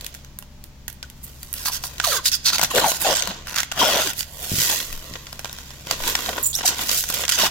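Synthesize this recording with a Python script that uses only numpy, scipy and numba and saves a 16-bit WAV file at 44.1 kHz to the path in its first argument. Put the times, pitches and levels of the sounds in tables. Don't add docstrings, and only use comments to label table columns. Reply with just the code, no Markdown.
import sys
import numpy as np
from scipy import signal
from scipy.fft import rfft, irfft
from scipy.io import wavfile
from scipy.ndimage import uniform_filter1d, map_coordinates
from numba import njit

SR = 44100
rng = np.random.default_rng(int(sys.argv[2]) if len(sys.argv) > 2 else 0)


def write(x):
    x = np.atleast_2d(x).T
    wavfile.write(sys.argv[1], SR, np.round(np.clip(x, -1, 1) * 32767).astype(np.int16))


N = 330750

# start_s, length_s, crack_db, drumming_db (re crack), sizzle_db (re crack), attack_s,
# slip_rate_per_s, unevenness of slip spacing (0-1), lifted_edge_hz, lifted_edge_db (re crack)
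PEEL_JERKS = [(1.562, 0.079, -40.5, -1.5, 3, 0.008, 565, 0.75, 5250, -2),
              (1.66, 0.027, -27.5, -10.5, 3, 0.0071, 960, 0.55, 4700, -1),
              (1.726, 0.041, -28, -13.5, -2, 0.0087, 600, 0.79, 5600, -5),
              (1.838, .033, -32, -33, -0.5, 0.0076, 354, 0.68, 4740, -22),
              (2.043, 0.045, -23, -16, -2, 0.0076, 384, 0.86, 4400, -6),
              (2.103, 0.072, -24.5, -10, -3, 0.0085, 990, 0.16, 6200, -19),
              (2.259, 0.023, -19, -24, -3, 0.007, 440, 0.36, 4830, -2.5),
              (2.317, 0.036, -20.5, -25, -6.5, 0.00069, 1350, 0.6, 6040, -28),
              (2.459, 0.035, -19, -14, -7, 0.0066, 463, 0.24, 4440, 0.5),
              (2.532, 0.0284, -23, -4, -6.5, 0.0056, 284, 0.16, 4510, -2),
              (2.624, 0.023, -25, -12, -12, 0.0036, 206, .2, 5860, -10),
              (2.708, 0.0073, -28.5, 2.5, -3.5, 0.0039, 566, 0.44, 3345, -12),
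              (2.758, 0.041, -21, 3.5, -3, 0.014, 700, 0.8, 5500, -9),
              (2.813, 0.049, -27, 10.5, -7.5, 0.014, 710, 0.85, 6030, -17),
              (2.883, 0.033, -24, -10, 0.5, 0.03, 730, 0.5, 6200, -5),
              (2.938, 0.032, -30.5, -8, -2, 0.012, 600, 0.6, 5470, -7),
              (3.014, .012, -31.5, 1, 10.5, 0.0084, 610, 0.82, 10700, -6),
              (3.051, 0.085, -23.5, 2.5, -6.5, 0.024, 535, 0.7, 5300, -13),
              (3.146, 0.059, -25.5, -6.5, -11, 0.0076, 424, 0.92, 7606, 0),
              (3.238, 0.0803, -38, 5.5, -7, 0.029, 400, 0.8, 3930, 0),
              (3.47, 0.082, -37, 0.5, -4, 0.0055, 291, 0.87, 1595, -4),
              (3.565, 0.04, -27, -15, -7, 0.011, 394, 0.76, 1580, -1),
              (3.801, 0.034, -22.5, 7.5, -5, 0.019, 614, 0.7, 3400, -4),
              (3.852, 0.17, -24, 2.5, -5, 0.0078, 650, 0.8, 3200, -3),
              (4.018, 0.093, -28, -4.5, -4, .013, 540, 0.64, 3220, -7),
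              (6.59, 0.05, -35, -2, -6, 0.028, 313, 0.92, 6020, -10),
              (6.659, 0.032, -19, -14, -3, 0.0059, 600, 0.9, 7550, 1),
              (7.317, 0.043, -22.5, -13, -9, 0.008, 520, 0.37, 6450, -12),
              (7.389, 0.08, -20.5, 2, -4.5, 0.011, 700, 0.67, 2920, -6)]
# peak_s, half_width_s, crack_db, drumming_db (re crack), sizzle_db (re crack)
RUSTLE_SWEEPS = [(.03, 0.18, -48.5, -3, -6), (1.245, 0.0098, -47, -12, 16), (1.28, 0.027, -50.5, -5, 6),
                 (1.47, 0.21, -53.5, -34, 4), (1.9, 0.43, -47.5, -3.5, -1), (3.34, 0.11, -42.5, -0.5, -11),
                 (4.195, 0.022, -29.5, -24, 2.5), (4.45, 0.11, -40, -3.5, 6), (4.62, 0.1, -23, -16, 1),
                 (4.725, 0.1, -24, -13, 0), (4.95, 0.25, -43, -5, 0), (5.13, 0.086, -46, -1, -13),
                 (5.6, 0.6, -45.5, -6.5, -3), (5.925, 0.036, -28, -4.5, -6), (6.08, 0.058, -26.5, -3.5, 0),
                 (6.25, 0.13, -32.5, -3.5, -1), (6.385, 0.039, -41.5, 8.5, 5.5),
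                 (6.71, 0.051, -30, -4.5, -7), (6.82, 0.038, -27.5, -4.5, 1.5),
                 (6.92, 0.05, -23.5, -13, 0.5), (6.985, 0.052, -24.5, -28, 2.5),
                 (7.145, 0.056, -27.5, -12.5, -1.5), (7.215, 0.031, -27.5, -10, 0)]
# start_s, level_db
FILM_PATS = [(3.306, -29.5), (5.154, -29.5), (6.002, -32), (6.036, -26.5), (6.188, -27), (6.329, -27.5),
             (6.36, -30.5), (6.379, -23), (6.586, -28), (6.607, -26.5), (6.632, -26.5), (6.727, -32),
             (6.79, -24), (7.134, -33), (7.168, -28), (7.192, -28), (7.213, -31), (7.236, -21.5)]
# start_s, crack_db, drumming_db (re crack), sizzle_db (re crack),
# left_minus_right_db, crease_hz
CREASE_SNAPS = [(.010, -37.5, -13, 2.5, -3, 4500), (0.045, -35, -23, 1, -6, 4300),
                (0.0647, -30.5, -21, 1, 0, 6460), (.142, -42.5, -20, 6, -7, 5900),
                (.149, -38, -28, 1, 1, 7300), (.247, -43.5, -10, -4, -4, 6550),
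                (.388, -40, -8, 10, -2, 6830), (.425, -42, -1.5, -4, -9, 2780),
                (0.6398, -43.5, -33, 6.5, -5, 4930), (0.8806, -29, -14.5, 2.5, -9, 6350),
                (0.928, -48.5, -27, 10, -15, 12600), (1.0282, -30.5, -13.5, -10, -3, 5180),
                (1.1002, -44, -35, 2, -5, 5900), (1.4307, -38, -13, 7, -1, 4600),
                (1.5288, -38, -32, 15.5, -12, 8600), (1.5388, -30.5, -35, 7.5, -4, 4600),
                (1.6569, -23.5, -6, -12, -1, 4900), (1.8387, -29, 1.5, -6, 7, 4800),
                (1.982, -33.5, -12, -5, -4, 6250), (1.9996, -18, -12.5, -15, -12, 3500),
                (2.045, -21.5, -16, -18, -12, 4000), (2.2565, -19.5, -36, -2, 7, 3730),
                (2.502, -23, -8, -20, -7, 5943), (2.5254, -28.5, -3.5, -9, -5, 4648),
                (2.583, -19.5, -14, -5, -6, 4650), (2.5944, -20.5, -2, -4, 12, 2147),
                (2.6136, -17, -10, -5, 1, 5990), (2.6299, -20.5, -4, 3, 16, 4710),
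                (2.6353, -17.5, -6, 1, -8, 6024), (2.6465, -22, -7, -6, 9, 6000),
                (2.918, -24.5, -1.5, -4, -4, 4030), (3.1605, -21.5, -23, -4.5, -14, 7715),
                (3.1705, -23.5, -21, -5, 0, 3700), (3.183, -29, -15, -8, -2, 5320),
                (3.2224, -18, -37, -10, 2, 6350), (3.2737, -25.5, 0.5, -5, 7, 4483),
                (3.5602, -21, -22, -6, -7, 6765), (3.5842, -19, -28, -6, -6, 5230),
                (3.603, -19.5, -24, -5, -9, 6430), (3.6318, -24, -15, -7, -1, 2130),
                (3.7159, -24.5, -10, -11, -3, 2820), (3.721, -26, -9, -4, -4, 2847),
                (3.844, -20.5, -7, -7, 7, 3450), (4.0731, -21.5, -17, -5, 12, 3266),
                (4.1331, -34.5, -29, 2, 7, 2525), (4.207, -24, -26, -1, -4.5, 4770),
                (4.229, -29.5, -25, -10, -6, 5340), (4.6285, -31, -16, 1, -4, 6380),
                (4.6985, -24.5, -7, 4, 1, 3350), (4.7789, -28.5, -24, -17, -4, 3650),
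                (4.802, -25, -14, -13, -1, 3240), (4.9274, -34.5, -5, 3, 9, 2600),
                (5.1379, -34, -23, -8, 2, 5400), (5.2686, -34, -7, -17, 0, 3400),
                (5.3284, -34, 0, -3, -1, 5100), (5.3931, -32, -2.5, -1.5, -2.5, 5370),
                (5.4457, -28.5, -4, -8, -3, 3600), (5.4557, -32.5, 0, -8, -6, 2430),
                (5.4952, -35.5, 0, -11, 1, 3830), (5.5287, -37, -7, 4, -2, 5440),
                (5.5864, -37.5, -6, -3, -3, 5640), (5.7055, -36.5, -9, -14, -7, 5430),
                (5.87, -33, 2, -3, -1, 3270), (5.9107, -17, -6.5, -7.5, -5, 4660),
                (6.1527, -16, -11, -9, 1.5, 5650), (6.261, -27, -5, -12, 0, 4030),
                (6.2909, -25.5, -1, -7, -6, 3700), (6.893, -17.5, -13.5, -18, -3, 4850),
                (7.0392, -27, -11, -3, -5, 6500), (7.0885, -27, -28, 3, 2, 6550),
                (7.1011, -25, -1, 3, -3, 4200), (7.1406, -28, -7, 7, -23, 7900),
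                (7.252, -22.5, -12, -12, -1, 6580), (7.2805, -21, -14, -8, -6, 7570),
                (7.2926, -16.5, -18, -3, -4, 10210), (7.2973, -18, -30, -3, -2, 6400),
                (7.321, -18.5, -26, -3, -5, 6350)]
# start_s, length_s, first_hz, level_db,
# sag_octaves_per_s, overtones_db, waver (share of the pitch)
TWANGS_AND_THUD = [(1.033, 0.015, 1540, -40, 2.8, -4, 0.018), (1.674, 0.037, 1116, -30.5, 7.4, 4, 0.12),
                   (2.001, 0.0049, 1570, -14, 7, -3, 0.066), (2.034, 0.044, 1314, -27.5, 13.7, 9, 0.088),
                   (2.064, 0.059, 752, -26.5, 10.7, 3, 0.05), (2.108, 0.057, 1600, -27, 13.2, 12, 0.036),
                   (2.125, 0.069, 634, -34.5, 12, 12, 0.067), (2.162, 0.037, 1597, -29.5, 2.2, 6, 0.022),
                   (2.178, 0.023, 1200, -27.5, 8.6, 7, .03), (2.71, 0.011, 1170, -27, 14, -6, 0.062),
                   (2.737, 0.061, 604.5, -17, 1.86, 3.5, .18), (2.779, 0.011, 1580, -21, 6.7, 9, 0.045),
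                   (2.841, 0.014, 970, -11.5, 17.5, 3, 0.095), (2.856, 0.043, 799, -20, 8.8, 4.5, 0.077),
                   (3.048, 0.044, 775.5, -19, 5, 0, 0.1), (3.081, 0.06, 686, -22, 7.2, -3, 0.22),
                   (3.177, 0.075, 1128, -36.5, 20, 0, 0.054), (3.277, 0.04, 189, -32.5, 0.49, -2, 0.04),
                   (3.813, 0.027, 980.5, -12, 6.5, -2, 0.054), (3.809, 0.13, 653.2, -22.5, 1.58, 6, 0.19),
                   (3.93, 0.09, 610.8, -22.5, 1.04, 11, .19), (4.047, 0.051, 440.2, -32, 15.5, 6, .16),
                   (4.708, 0.048, 858, -32.5, 9, 11, 0.14), (6.286, 0.02, 680, -24.5, 12, 7, 0.17),
                   (6.64, 0.022, 868, -24.5, 17, -4, 0.082), (7.432, 0.012, 695.4, -18.5, 10, 4, .12)]
# time_s, pitch_hz, level_db, roughness (0-1)
DRAG_SQUEAKS = [
    [(6.427, 14460, -26, 0.1), (6.433, 11650, -16, 0.33), (6.437, 6850, -19, 0.3),
     (6.457, 6750, -13.5, 0.22), (6.468, 7300, -17, 0.64), (6.485, 6760, -24, 1), (6.525, 6680, -32, 0.66)],
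    [(6.532, 3150, -21, 0.88), (6.552, 3650, -23.5, 0.6)],
    [(6.553, 5330, -17, 0.45), (6.559, 5330, -21, 0.5), (6.566, 6600, -23, 0.7), (6.571, 5500, -23, 0.88),
     (6.595, 5200, -31, 0.6)],
]
# start_s, level_db
HAND_BUMPS = [(4.518, -20), (4.539, -20.5), (4.583, -24.5), (5.112, -33)]
# peak_s, width_s, level_db
AIR_PUFFS = [(4.95, 0.064, -28.5), (6.039, 0.065, -28)]
# pitch_hz, level_db
HUM_TONES = [(67.2, -47), (134.3, -52), (241, -62.5), (596, -66)]

# (per Hz, relative)
PEEL_SPECTRUM = [(120, 4), (200, -3), (448, -10), (659, 1.5), (933, -3), (1270, -2), (1530, -7),
                 (1740, -9.5), (1910, -10.5), (2170, -8), (3250, -6.5), (6170, -2.5), (9060, -5),
                 (13600, -2), (16000, -2.5)]
RUSTLE_SPECTRUM = [(120, -50), (200, -1), (387, -6.5), (722, 0), (821, -10), (1250, -2), (1870, -6),
                   (2170, -2.5), (3250, 0), (7010, 3), (8900, -11), (13800, -5.5), (16000, -6.5)]
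ROOM_SPECTRUM = [(16, 9.5), (28, 7.5), (45, -2.5), (60, -1.5), (85, -7.5), (190, -9), (249, -17),
                 (427, -24), (640, -29), (840, -25), (1290, -31), (3820, -33), (6740, -34.5), (8830, -46),
                 (14000, -42), (16000, -41)]
WRINKLE_CENTRES = [1567, 2810, 3624, 4600, 6160]
# multiple of the lowest (ratio), level_db (relative)
MEMBRANE_MODES = [(0.998, 3), (1.33, -16.5), (1.82, -21), (2.36, -19.5), (2.951, -16)]
# centre_hz, width_hz, gain_db (below 0 is a notch)
PANEL_PEAKS_AND_NOTCHES = [(520, 39, 3), (660, 980, 2), (970, 260, 7.5), (1280, 35, -19), (1465, 130, 5),
                           (1742, 16.5, -26), (1901, 205, 9.5), (2090, 970, -5), (4830, 530, 1)]
# pitch_hz, level_db (relative), t60_s
PANEL_MODES = [(660, -31, 0.065), (980, -26, 0.069), (1414, -15, 0.13), (1612, -9.5, 0.074),
               (1830, -57, 0.062)]
# pitch_hz, level_db (relative), t60_s
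TABLE_MODES = [(117.6, 1, 0.23), (166, 6, 0.12), (204, -7, 0.08), (235, -1, 0.052), (305, -8, 0.27)]

ROOM_DB = -45
TOP_HZ = 15900
T = np.arange(N) / SR
FREQ = np.maximum(np.arange(N // 2 + 1) * SR / N, 1)
BODY_HZ, CLATTER_HZ, SIZZLE_HZ = 1450, 3700, 8000
SLIP_RING_S, PEEL_HISS, RUSTLE_HISS = 0.0007, 0.3, 0.65
EASE_DB_PER_S, RELEASE_S = 13, 0.0091
SETTLE_DB, SETTLE_S = -21.5, 0.029
CLATTER_PER_DRUM = 0.33
SWEEP_ROUNDNESS = 1.26


def peeling(first_lag_s=0.00088, last_lag_s=0.0019, lead_s=0.01, edge_width_hz=700.0):
    starts = np.array(PEEL_JERKS)[:, 0]
    current = np.maximum(np.searchsorted(starts - lead_s, T) - 1, 0)
    s, length, *_, rate, uneven, edge_hz, edge_db = np.transpose(PEEL_JERKS)[:, current]
    pulses = slips(rate, uneven, scatter_db=1.8, clump_db=1.3)
    freed = np.clip((T - s + lead_s) / (length + 2 * lead_s + RELEASE_S), 0, 1)
    lag_s = first_lag_s + (last_lag_s - first_lag_s) * freed
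    gains = range_gains(PEEL_JERKS, jerk)
    crackle = bursts(pulses, SLIP_RING_S, PEEL_HISS)
    bounced = mirrored(crackle, lag_s, second_bounce=np.clip(1 - uneven, 0, 1))
    sheet = radiate(wrinkled(bounced), gains, PEEL_SPECTRUM, range_db=(-7, -2.5, -1, 0), pan_db=-5)
    moving_edge_hz = edge_hz * np.exp(0.026 * walk(200))
    edge = unit(resonate(pulses + 1e-18, moving_edge_hz, edge_width_hz))
    return sheet + edge * gains[2] * amp(edge_db) * pan(-2)


def rustling(buckle_rate=55.0, buckle_db=-12):
    always_uneven = np.ones(N)
    cracks = slips(np.full(N, 900.0), always_uneven, scatter_db=5, clump_db=1.5)
    sliding = bursts(cracks, SLIP_RING_S, RUSTLE_HISS)
    fits = amp(walk(50))
    buckles = slips(np.full(N, buckle_rate), always_uneven, scatter_db=5, clump_db=0)
    buckling = bursts(buckles, ring_s=0.0012, hiss=0)
    lag_s = 0.0012 * np.exp(0.1844 * walk(6))
    source = mirrored(fits * sliding + amp(buckle_db) * buckling, lag_s, second_bounce=0)
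    gains = range_gains(RUSTLE_SWEEPS, sweep)
    return radiate(source, gains, RUSTLE_SPECTRUM, range_db=(0, 0, 0, 0), pan_db=-6)


def flaps(rise_s=0.0013, fall_s=0.0048, clatter_db=-1, crack_db=-7):
    t = T[:SR // 20]
    shape = (1 - np.exp(-t / rise_s)) * np.exp(-t / fall_s)
    shape /= shape.max()
    pats = np.zeros((2, N))
    for s, db in FILM_PATS:
        start = int(s * SR)
        pats[:, start:start + len(t)] += amp(db) * shape * rng.standard_normal((2, len(t)))
    drumming, clatter, crack, _ = film_ranges(RUSTLE_SPECTRUM)
    response = drumming + amp(clatter_db) * clatter + amp(crack_db) * crack
    return irfft(two_ports(pats) * response, N)


def snaps(click_db=13, crack_s=0.0019, tail_s=0.026, tail_db=-21, crease_db=6, crease_s=0.0024,
          range_db=(0, -3, -2.5, -0.5)):
    t = T[:SR // 16]
    ring = modal_ring(PANEL_MODES, t)
    tracks, notes = np.zeros((4, 2, N + len(t))), np.zeros((2, N + len(t)))
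    for s, db, body, sizzle, pan_db, crease_hz in CREASE_SNAPS:
        start = int(s * SR)
        now = slice(start, start + len(t))
        decay_s = crack_s * amp(db + 25.5) ** 0.22
        shape = np.exp(-t / decay_s) + amp(tail_db) * np.exp(-t / tail_s)
        shape /= np.sqrt(np.mean(shape[t < 0.006] ** 2))
        gains = amp(db + np.array([body, 0, 0, sizzle]) + range_db)
        crack = after_ticks(shape, tick_db=-17) * rng.standard_normal((2, len(t)))
        crack += amp(click_db) * (t == 0)
        tracks[:, :, now] += gains[:, None, None] * crack * pan(pan_db)
        crease = np.exp(-t / crease_s) * np.sin(2 * np.pi * crease_hz * t)
        notes[:, now] += amp(db + crease_db) * crease * pan(pan_db) + amp(db + body / 2) * ring
    spectrum = sum(two_ports(x[:, :N]) * h for x, h in zip(tracks, film_ranges(PEEL_SPECTRUM)))
    return notes[:, :N] + irfft(spectrum, N)


def twangs_and_thud(rise_share=0.069, flutter_db=3):
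    out, wobble, flutter = np.zeros(N), walk(700), amp(flutter_db * walk(300))
    for s, length, first_hz, db, sag, overtones_db, waver in TWANGS_AND_THUD:
        now = (T >= s) & (T < s + 2 * length)
        t = T[now] - s
        hz = first_hz * 2 ** (-sag * t) * (1 + waver * wobble[now])
        phase = 2 * np.pi * np.cumsum(hz) / SR
        rise = 1 - np.exp(-t / (rise_share * length))
        swell = rise * np.exp(-t / length / 2 - (t / length) ** 4)
        partials = sum(amp(g + overtones_db * (i > 0)) * np.sin(k * phase)
                       for i, (k, g) in enumerate(MEMBRANE_MODES))
        out[now] += amp(db) * swell * flutter[now] * partials
    return out * pan(3.7)


def smear(width_hz):
    spectrum = rfft(rng.standard_normal((2, N))) * np.exp(-np.minimum(FREQ / width_hz / 2, 20))
    return unit(np.fft.ifft(spectrum, N))


def squeaks(octave_db=-4, whistle_hz=260, rasp_hz=1500, grit_db=-12):
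    out, whistle, rasp = 0, smear(whistle_hz), smear(rasp_hz)
    for rows in DRAG_SQUEAKS:
        hz, db, rough = curve(rows)
        rough = np.clip(rough, 0, 1)
        turn = np.exp(2j * np.pi * np.cumsum(hz) / SR)
        tone = turn * (np.sqrt(1 - rough ** 2) * whistle + rough * rasp)
        tone = tone + amp(octave_db) * (2 * hz < TOP_HZ) * turn ** 2 * rasp
        out = out + gate(rows) * amp(db) * tone.real
    pulses = slips(np.full(N, 600.0), np.ones(N), scatter_db=2, clump_db=1)
    stutter = unit(bursts(pulses, SLIP_RING_S, PEEL_HISS))
    bright_stutter = irfft(rfft(stutter) * amp(slope(CLATTER_HZ / FREQ)), N)
    loudness = np.sqrt(np.abs(uniform_filter1d(out ** 2, size=200)))
    grit = amp(grit_db) * loudness * bright_stutter
    catching = amp(3 * walk(260) - 0.7)
    return (out * catching + grit) * pan(-5)


def bumps():
    ring = modal_ring(TABLE_MODES, T[:SR // 3])
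    blows = np.zeros(N)
    for s, db in HAND_BUMPS:
        blows[int(s * SR)] += amp(db)
    return signal.fftconvolve(blows, ring / 2)[:N] * pan(2.2)


def puffs(centre_hz=19):
    hz = centre_hz * np.exp(0.25 * walk(44))
    eddies = np.sin(2 * np.pi * np.cumsum(hz) / SR)
    swell = sum(amp(db) * np.exp(-((T - s) / width) ** 2) for s, width, db in AIR_PUFFS)
    return eddies * swell * pan(2.9)


def room_tone():
    gain = amp(colour(ROOM_SPECTRUM) + slope(50 / FREQ, order=2))
    noise = unit(irfft(two_ports(rng.standard_normal((2, N))) * gain, N))
    hum = sum(np.sqrt(2) * amp(db + walk(1.56)) * np.sin(2 * np.pi * hz * T) for hz, db in HUM_TONES)
    return amp(ROOM_DB) * noise * pan(0.11) + hum * pan(3.5)


def room(x, wet_db=-16, t60_low=0.69, t60_high=0.18, split_hz=6000, delay_s=0.00075):
    noise = two_ports(rng.standard_normal((2, N)), alike_hz=503)
    low = amp(slope(FREQ / split_hz, order=4))
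    dull = irfft(noise * low, N) * amp(-60 * T / t60_low)
    bright = irfft(noise * (1 - low), N) * amp(-60 * T / t60_high)
    onset = np.clip(T / delay_s - 1, 0, 1)
    tail = ((dull + 0.5 * bright) * onset)[:, :SR // 2]
    tail /= np.sqrt(np.sum(tail ** 2))
    return x + amp(wet_db) * signal.fftconvolve(x, tail, axes=1)[:, :N]


def slips(rate, uneven, scatter_db, clump_db):
    chance = rng.standard_normal((N // 8, 2))
    phase = np.cumsum(rate) / SR
    turns = np.arange(1, min(int(phase[-1]), len(chance)))
    at = np.searchsorted(phase, turns)
    at = np.searchsorted(phase, turns + uneven[at] * chance[turns, 0]).clip(0, N - 1)
    pulses = np.zeros(N)
    np.add.at(pulses, at, amp(scatter_db * chance[turns, 1].clip(-2, 2)))
    pulses *= amp(clump_db * walk(130))
    return pulses / np.sqrt(np.abs(uniform_filter1d(pulses ** 2, size=900)) + 1e-9)


def bursts(pulses, ring_s, hiss):
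    fade = np.exp(-2 * T[:SR // 100] / ring_s)
    power = np.abs(signal.fftconvolve(pulses ** 2, fade / fade.sum())[:N])
    return np.sqrt(power + hiss ** 2) * rng.standard_normal((2, N))


def late(port, seconds):
    return map_coordinates(port, [np.arange(N) - seconds * SR], order=1)


def mirrored(x, lag_s, second_bounce):
    paths = [lag_s * (1 + 0.012 * walk(19)), lag_s * (1.156 + 0.0764 * walk(14))]
    return np.array([port - late(port, lag) + second_bounce * late(port, 2 * lag)
                     + 0.26 * late(port, 0.346 * lag) for port, lag in zip(x, paths)])


def wrinkled(x, ring_db=4, q=16, wander=0.082, retune_rate=14):
    out = x.copy()
    for centre in WRINKLE_CENTRES:
        hz = centre * np.exp(wander * walk(retune_rate))
        out += amp(ring_db) * np.array([resonate(port, hz, float(centre / q)) for port in x])
    return out


def radiate(source, gains, points, range_db, pan_db):
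    spectrum = two_ports(source)
    beam_db = pan_db + 2 * walk(4.7)
    sides = [pan(0.59), pan(beam_db + 5.5), pan(beam_db), pan(beam_db)]
    return sum(amp(db) * g * side * unit(irfft(spectrum * h, N))
               for db, g, side, h in zip(range_db, gains, sides, film_ranges(points)))


def jerk(s, length, attack_s, *_):
    before, after = np.maximum(s - T, 0), np.maximum(T - s - length, 0)
    hold = amp(-EASE_DB_PER_S * (np.clip(T - s, 0, length) - length / 2))
    quick = np.exp(-np.minimum(before / attack_s + after / RELEASE_S, 20))
    settling = np.exp(-np.minimum(before / (2 * attack_s) + after / SETTLE_S, 20))
    return hold * (quick + amp(SETTLE_DB) * settling)


def sweep(s, width):
    return np.exp(-np.minimum(np.abs((T - s) / width) ** SWEEP_ROUNDNESS, 20))


def range_gains(moves, envelope):
    levels = np.array([db + np.array([drum, CLATTER_PER_DRUM * drum, 0, sizzle])
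                       for _, _, db, drum, sizzle, *_ in moves])
    shapes = np.array([envelope(s, length, *rest) for s, length, _, _, _, *rest in moves])
    return np.sqrt(amp(levels.T) ** 2 @ shapes ** 2)


def film_ranges(points, lowest_hz=170):
    panel_db = sum(g / (1 + (2 * (FREQ - hz) / width) ** 2) for hz, width, g in PANEL_PEAKS_AND_NOTCHES)
    film = causal(colour(points) + panel_db + slope(lowest_hz / FREQ, order=4))
    borders = (BODY_HZ, CLATTER_HZ, SIZZLE_HZ, TOP_HZ)
    below = [1 / (1 + (FREQ / hz) ** (12 + 4 * k)) for k, hz in enumerate(borders)]
    return [film * band / unit_power(film * band) for band in np.diff(below, axis=0, prepend=0)]


def after_ticks(shape, tick_db, count=2, spread_s=0.023, scatter_db=3):
    power = shape ** 2
    for lateness, size in zip(rng.uniform(0.12, 1, count), rng.standard_normal(count)):
        delay = min(int(lateness * spread_s * SR), len(shape) - 1)
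        power[delay:] += (amp(tick_db + scatter_db * size) * shape[:len(shape) - delay]) ** 2
    return np.sqrt(power)


def modal_ring(modes, t):
    return sum(amp(db - 60 * t / t60) * np.sin(2 * np.pi * hz * t) for hz, db, t60 in modes)


@njit
def resonate(x, hz, width):
    y, band, low = np.empty(len(x)), 0., 0.
    for i in range(len(x)):
        g, k = np.tan(np.pi * hz[i] / SR), width / hz[i]
        v = (band + g * (x[i] - low)) / (1 + g * (g + k))
        band, low, y[i] = 2 * v - band, low + 2 * g * v, k * v
    return y


def two_ports(x, alike_hz=1300):
    left, right = rfft(x)
    side = (left - right) / 2 * (FREQ / np.hypot(FREQ, alike_hz))
    return (left + right) / 2 + np.array([[1], [-1]]) * side


def off_centre(x, lag_s=0.00005):
    return np.array([x[0], irfft(rfft(x[1]) * np.exp(-2j * np.pi * FREQ * lag_s), N)])


def pan(db):
    gains = amp(np.array([db, -db]).reshape(2, -1) / 2)
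    return gains / np.sqrt(np.mean(gains ** 2, axis=0))


def amp(db):
    return 10 ** (np.asarray(db) / 20)


def curve(rows):
    s, *columns = np.transpose(rows)
    return [np.interp(T, s, c) for c in columns]


def gate(rows, fade=0.004):
    return np.clip(np.minimum(T - rows[0][0], rows[-1][0] - T) / fade + 1, 0, 1)


def unit(x):
    return x / (np.std(x) + 1e-12)


def unit_power(response):
    return np.sqrt(np.mean(np.abs(response) ** 2))


def walk(rate):
    steps = rng.standard_normal(N // 8)
    return unit(np.interp(T * rate, np.arange(len(steps)), steps))


def colour(points):
    hz, db = np.transpose(points)
    return np.interp(np.log(FREQ), np.log(hz), db)


def causal(db):
    cepstrum = irfft(db * np.log(10) / 20, N)
    cepstrum[1:N // 2] *= 2
    cepstrum[N // 2 + 1:] = 0
    return np.exp(rfft(cepstrum))


def slope(ratio, order=8):
    return -10 * np.log10(1 + ratio ** order)


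def scene():
    film = peeling() + rustling() + snaps() + flaps() + squeaks()
    return room(off_centre(film) + twangs_and_thud() + bumps()) + puffs() + room_tone()


def record(dry):
    top_cut = signal.ellip(10, 0.2, 80, TOP_HZ, fs=SR, output="sos")
    return signal.sosfilt(top_cut, np.tanh(dry))


dry = scene()
out = record(dry)
write(out)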